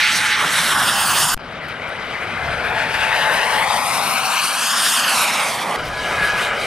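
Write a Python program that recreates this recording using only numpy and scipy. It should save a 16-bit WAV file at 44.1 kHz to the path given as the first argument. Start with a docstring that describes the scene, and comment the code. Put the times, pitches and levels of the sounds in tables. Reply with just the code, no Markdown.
"""The exhaust roar of a small model jet passes over a grass field three times, one pass straight after another.
Noise in narrow bands makes the roar; an upside-down echo from the grass thins it, and moving air makes it flicker.
Sine waves make the turbine's shaft tone and blade whine, which fall in pitch as the jet goes by, and some whistles.
Wind noise and faint ticks lie around it, and the sound drops out briefly between the first two passes."""
import sys
import numpy as np
from scipy import signal
from scipy.fft import rfft, irfft
from scipy.io import wavfile
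from scipy.ndimage import map_coordinates

SR = 44100
rng = np.random.default_rng(int(sys.argv[2]) if len(sys.argv) > 2 else 0)


def to_wav(s):
    """Save 16-bit WAV."""
    ch = np.atleast_2d(s).T  # columns
    pcm = np.round(np.clip(ch, -1, 1) * 32767)  # PCM
    wavfile.write(sys.argv[1], SR, pcm.astype(np.int16))


N = 293706  # length in samples
TIME = np.arange(N) / SR  # seconds
HZ = np.maximum(np.fft.rfftfreq(N, 1 / SR), 1)  # pitch of each spectrum point, kept above zero for the logarithm

# Exhaust loudness before flicker, one table a pass: start_s, roar_db, upper_mids_over_roar_db, treble_over_roar_db
EXHAUST_LEVELS = [
    [(0.0, -30, 15.5, -1), (0.06, -34, 20.5, -2), (0.17, -29.5, 10, 4.5), (0.33, -30, 16.5, -5),
     (0.45, -20, 0.5, -9), (0.54, -25.5, 6, -3), (0.67, -24.5, 3.5, -1.5), (0.76, -19.5, -1, -7),
     (0.9, -22.5, -0.5, -1), (1.1, -24, 0, -1), (1.34, -23.5, -1.5, 2.5)],
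    [(1.4, -36, -2, -32), (1.7, -32, 0.5, -29.5), (2.1, -30, 0, -26.5), (2.5, -27, 0.5, -25),
     (2.72, -24, 0.5, -26), (2.94, -25.5, 6, -16.5), (3.2, -22, 3, -16), (3.6, -21, 0.5, -12),
     (3.85, -23, -1.5, -4.5), (4.15, -23.5, -0.5, -5), (4.5, -27, 4.5, -0.5), (4.9, -26, 3.5, 5.5),
     (5.05, -23, 1.5, -1), (5.22, -22.5, 1, -1), (5.38, -23, 1, -8), (5.52, -24.5, -3, -6.5),
     (5.65, -24.5, -5, -15.5), (5.75, -21.5, -3.5, -17)],
    [(5.77, -26, -4.5, -22.5), (5.93, -30.5, -2.5, -20), (6.05, -26.5, -0.5, -15), (6.2, -22, -1.5, -16.5),
     (6.33, -25, -1, -17.5), (6.42, -24, 3, -9), (6.5, -23.5, -1, -25.5), (6.66, -26, 0, -13)],
]
# Wind loudness and the jet's side, one table a pass: start_s, wind_db, left_over_right_db
WIND_AND_SIDE = [
    [(0.0, -47, 0), (0.04, -49, -1.5), (1.33, -45, -1.0)],
    [(1.45, -46, 5), (2.37, -42, 5), (2.48, -28, 5), (2.55, -37, 5), (4.16, -50.5, 6), (4.58, -65, 3),
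     (5.14, -63, -0.5), (5.57, -49, -1.0), (5.75, -63, -2.0)],
    [(5.8, -37, 2), (5.89, -35, 1.5), (6.66, -41, 1.5)],
]
# Pitch range in which each layer's level is set (wind, rumble, roar, upper mids, hiss, treble): low_hz, high_hz
LAYER_RANGES = [(30, 130), (130, 400), (500, 1500), (1500, 3200), (3200, 6500), (7500, 14000)]
# Moments at which the next pass takes over: start_s of the second, start_s of the third
PASS_CHANGES = (1.36, 5.763)
# Echo from the ground, later the higher the jet stands, before the air moves it: start_s, delay_ms, strength (0-1)
GROUND_ECHO = [(0.0, 0.45, 0.3), (0.62, 0.465, 0.3), (0.78, 0.505, 0.6), (1.1, 0.59, 0.58),
               (1.345, 0.52, 0.72), (1.37, 1.25, 0.25), (2.1, 1.23, 0.32), (2.9, 1.055, 0.32),
               (3.49, 0.9, 0.62), (3.8, 0.76, 0.6), (4.27, 0.64, 0.62), (4.53, 0.625, 0.74),
               (4.75, 0.545, 0.66), (4.95, 0.54, 0.68), (5.2, 0.67, 0.62), (5.76, 0.86, 0.38),
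               (5.77, 1.225, 0.45), (6.66, 1.24, 0.5)]
# Tone colour of the exhaust noise: pitch_hz, level_db (per Hz, before the layer levels)
EXHAUST_COLOUR = [(25, -10), (60, -5), (150, -3), (330, -11), (650, -4.5), (1600, -1), (3000, -3.5),
                  (5000, -5.5), (7000, -11.5), (9000, -9), (11500, -14.5), (14000, -25.5), (16000, -33)]
# Spread-out noise with opposite signs left and right: pitch_hz, level_db (relative to the exhaust colour)
DIFFUSE_LEVELS = [(40, -16), (200, -19), (1000, -15), (3000, -15), (6000, -13), (9000, -17), (14000, -24)]
# Stretches in which the turbine shaft stands out: start_s, end_s, level_db
SHAFT_STRETCHES = [(0.001, .44, -36), (.8, 1.1, -38.5), (1.24, 1.34, -44), (2.75, 3.3, -30),
                   (3.42, 3.88, -30), (3.98, 4.28, -31.5)]
# Compressor blade whine, heard as the jet comes abreast: start_s, end_s, level_db
BLADE_STRETCHES = [(.96, 1.34, -37.5), (3.99, 4.52, -50)]
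# Airframe whistles: start_s, loudest_s, end_s, pitch_hz (when loudest), glide_hz_per_s, level_db (when loudest)
WHISTLE_SWELLS = [(1.65, 2.42, 2.56, 2057, 90, -35), (5.78, 5.8, 5.93, 1558, -40, -34),
                  (5.92, 6.22, 6.58, 1673, 5, -24), (5.7, 6.1, 6.8, 994, -5, -35),
                  (5.92, 6.35, 6.6, 2484, 10, -33)]
# Faint ticks: start_s, level_db (of the envelope at the start, before the high-pass filter)
TICK_STARTS = [(1.6854, -36), (1.8896, -35), (5.8551, -33), (5.8855, -29)]
# Steady offset added to the sound: start_s, end_s, left (full scale is 1), right (full scale is 1)
HELD_OFFSET = (1.3447, 1.3678, -.068, -.044)
# Straight flight lines: nearest_s, distance_m, shaft_hz, blade_whine_hz (both as heard at nearest_s)
FLIGHT_LINES = [(1.252, 25.1, 735, 14390), (4.28, 31.3, 756, 14633)]
# Levels that follow the exhaust controls: base_db, share_of_roar, share_of_upper_mids, share_of_treble
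HISS_MIX = (-15, 0.4061, 0.24, 0.6175)
RUMBLE_MIX = (-22, 0.356, -0.38, 0.1)
# Short moment in which the next pass leaks through: start_s, end_s, level_db
LEAK = (1.375, 1.3785, 5)

GRASS_TURN_RAD, GRASS_DULL_HZ = 1.5, 5500  # phase lead of the echo, and where its treble fades
SPEED_M_S, SOUND_M_S = 53.5, 343  # speed of the jet and of sound
WHISTLE_ENDS_DB = -14  # level at both ends of a whistle, relative to its loudest point
CUT_S, RESUME_S, FADE_IN_S = 1.3447, 1.38, .014
CUT_TAIL_DB, CUT_TAIL_DB_PER_S, GAP_DB = -16, -2000, -22
CUTOFF_HZ = 16300  # top of the sound


def from_db(db):
    """Turn decibels into a gain."""
    return 10 ** (np.asarray(db) / 20)


def in_time(rows):
    """Join the points of each column with straight lines, one value a sample."""
    s, *columns = np.transpose(rows)
    return np.array([np.interp(TIME, s, column) for column in columns])


def by_pass(tables):
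    """Let each pass play its own table, switching at once."""
    pass_number = np.searchsorted(PASS_CHANGES, TIME)
    return np.choose(pass_number, [in_time(rows) for rows in tables])


def at_hz(points, hz):
    """Read a spectrum with pitch spaced by octaves, as we hear it."""
    points = np.array(points)
    return np.interp(np.log(hz), np.log(points[:, 0]), points[:, 1])


def drift(rate_hz):
    """Wander at random around zero, with a spread of about 1; a higher rate wanders faster."""
    # made at one value every 40 samples; the first 2000 let the filter settle
    r = np.exp(-80 * np.pi * rate_hz / SR)
    noise = rng.standard_normal(N // 40 + 2002)
    slow = signal.lfilter([1], [1, -2 * r, r * r], noise)[2000:]
    return np.interp(np.arange(N) / 40, np.arange(len(slow)), slow / slow.std())


def later(x, samples):
    """Delay x by a number of samples that may vary."""
    return map_coordinates(x, [np.arange(N) - samples], order=3, mode="nearest")


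def off_ground(x, shimmer=.025, waver=.15):
    """Add the inverted, duller echo from the grass, which cancels some pitches; moving air shakes its delay."""
    delay_ms, strength = in_time(GROUND_ECHO)
    dulling = 1 / (1 + (HZ / GRASS_DULL_HZ) ** 2) ** .5
    echo = irfft(rfft(x) * np.exp(1j * GRASS_TURN_RAD) * dulling, N)
    delay_samples = delay_ms / 1000 * SR
    echo = later(echo, delay_samples * (1 + shimmer * drift(24.0)))
    strength = np.clip(strength * (1 + waver * drift(10)), 0, 1)
    return (x - strength * echo) / np.sqrt(1 + strength ** 2)


def band_levels():
    """Give the levels in dB of wind, rumble, roar, upper mids, hiss and treble."""
    roar, mids, treble = controls = by_pass(EXHAUST_LEVELS)
    hiss, rumble = [db + np.dot(shares, controls) for db, *shares in (HISS_MIX, RUMBLE_MIX)]
    wind = by_pass(WIND_AND_SIDE)[0]
    return np.array([wind, rumble, roar, roar + mids, hiss, roar + treble])


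def exhaust(patchy_db=1.72, gust_db=0.5, gust_per_octave=0.93):
    """Shape turbulent noise and wind in third-octave bands; return the aimed, centred and diffuse parts."""
    colour = from_db(at_hz(EXHAUST_COLOUR, HZ))
    direct = rfft(off_ground(rng.standard_normal(N))) * colour
    diffuse = rfft(rng.standard_normal(N)) * colour * from_db(at_hz(DIFFUSE_LEVELS, HZ))
    # divide out the power the coloured noise already has in each layer
    power = [2 * np.sum(colour[(HZ > low) & (HZ < high)] ** 2) / N for low, high in LAYER_RANGES]
    levels = band_levels() - 10 * np.log10(power)[:, None]
    layer_octaves = np.log2([70, 230, 900, 2300, 4700, 10500])  # middle of each layer, from Hz
    gust = drift(14)
    out = np.zeros((3, N))
    for octave in np.arange(4.5, 14.4, 1 / 3):
        window = np.cos(np.pi / 2 * np.clip(3 * (np.log2(HZ) - octave), -1, 1)) ** 2
        # how much of each layer's level this band takes
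        between = np.array([np.interp(octave, layer_octaves, row) for row in np.eye(6)])
        # scattering in moving air makes the treble flicker most
        gust_here_db = gust_db * max(0, 1 + gust_per_octave * (octave - 11))
        flicker = gust_here_db * gust + patchy_db * drift(9.9)
        gain = from_db(between @ levels + flicker)
        # only the middle pitches have a direction
        aimed = np.interp(2 ** octave, [220, 600, 6000, 9000], [0, 1, 1, 0])
        band = gain * irfft(direct * window, N)
        out += [aimed * band, (1 - aimed) * band, gain * irfft(diffuse * window, N)]
    return out


def passing(stretches, column):
    """Bend a steady tone on the jet: motion raises its pitch on the way in and lowers it on the way out."""
    curves = []
    for start, end, db in stretches:
        jet = FLIGHT_LINES[np.searchsorted(PASS_CHANGES, start)]
        s = np.linspace(start, end, 40)
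        along_m = SPEED_M_S * (s - jet[0])
        receding = along_m / np.hypot(along_m, jet[1])  # share of the speed that points away
        hz = jet[column] / (1 + SPEED_M_S / SOUND_M_S * receding)
        curves.append(np.transpose([s, hz, db + 0 * s]))
    return curves


def tones(curves, waver, flutter_db, blur_db, fade_s=0.06):
    """Play sines that waver in pitch and level; moving air blurs each line into a narrow band."""
    out = np.zeros(N)
    for rows in curves:
        hz, db = in_time(rows)
        # fades lie just outside the stretch
        inside_s = np.minimum(TIME - rows[0][0], rows[-1][0] - TIME)
        on = np.clip(inside_s / fade_s + 1, 0, 1)
        turn = np.exp(2j * np.pi * np.cumsum(hz * (1 + waver * drift(18))) / SR)
        blur = from_db(blur_db) * (drift(54) + 1j * drift(27))
        level = np.sqrt(2) * on * from_db(db + flutter_db * drift(8.9))
        out += level * np.real(turn * (1 + blur))
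    return out


def shaft_tone():
    """Sound the turning turbine shaft as a wavering sine bent by the jet's motion."""
    return tones(passing(SHAFT_STRETCHES, column=2), waver=.003, flutter_db=2, blur_db=-10)


def blade_whine():
    """Sound the compressor blades as a high, blurred sine bent by the jet's motion."""
    return tones(passing(BLADE_STRETCHES, column=3), waver=.002, flutter_db=3.5, blur_db=-3, fade_s=.02)


def dropout():
    """Give a gain with a sudden cut and short tail, a quiet gap with a leak, then a fade in."""
    tail_db = CUT_TAIL_DB + CUT_TAIL_DB_PER_S * np.abs(TIME - CUT_S)
    tail = np.where(TIME < CUT_S, 1, from_db(tail_db))
    rise = from_db(GAP_DB * np.clip(1 - (TIME - RESUME_S) / FADE_IN_S, 0, 1))
    leak_start, leak_end, leak_db = LEAK
    rise = np.where((TIME > leak_start) & (TIME < leak_end), from_db(leak_db), rise)
    return np.where(TIME < PASS_CHANGES[0], tail, rise)


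def whistles():
    """Sound airframe whistles as gliding sines that swell to their loudest and die away."""
    curves = []
    for start, top, end, hz, glide, db in WHISTLE_SWELLS:
        curves.append([(s, hz + glide * (s - top), db + WHISTLE_ENDS_DB * (s != top)) for s in (start, top, end)])
    return tones(curves, waver=.003, flutter_db=2, blur_db=-5, fade_s=.03)


def ticks(decay_ms=1.5):
    """Make short bright bursts of noise that start at once and die away quickly."""
    envelope = np.zeros(N)
    for s, db in TICK_STARTS:
        age = TIME - s
        envelope += from_db(db) * (age > 0) * np.exp(-np.maximum(age, 0) * 1000 / decay_ms)
    bright = signal.butter(2, 7000, "high", fs=SR, output="sos")
    return signal.sosfilt(bright, envelope * rng.standard_normal(N))


def scene(lag_per_db=.36):
    """Mix in stereo: the aimed sounds differ in level and arrival time between the two channels."""
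    aimed, centre, diffuse = exhaust()
    aimed = aimed + shaft_tone() + whistles()
    centre = centre + blade_whine() + ticks()
    side_db = by_pass(WIND_AND_SIDE)[1]
    left_gain = 2 / (1 + from_db(-side_db))
    right_gain = 2 / (1 + from_db(side_db))
    # lag in samples: the left channel lags when the jet is louder there, and leads when it is softer
    left = centre + left_gain * later(aimed, lag_per_db * side_db) + diffuse
    right = centre + right_gain * aimed - diffuse
    return np.array([left, right])


def record(dry):
    """Apply the dropout, hold a steady offset in each channel during it, and cut the highest pitches."""
    start, end, *offsets = HELD_OFFSET
    held = np.outer(offsets, (TIME > start) & (TIME < end))
    joined = dry * dropout() + held
    top_cut = signal.cheby2(14, 70, CUTOFF_HZ, fs=SR, output="sos")
    return signal.sosfilt(top_cut, joined)


dry = scene()
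out = record(dry)
to_wav(out)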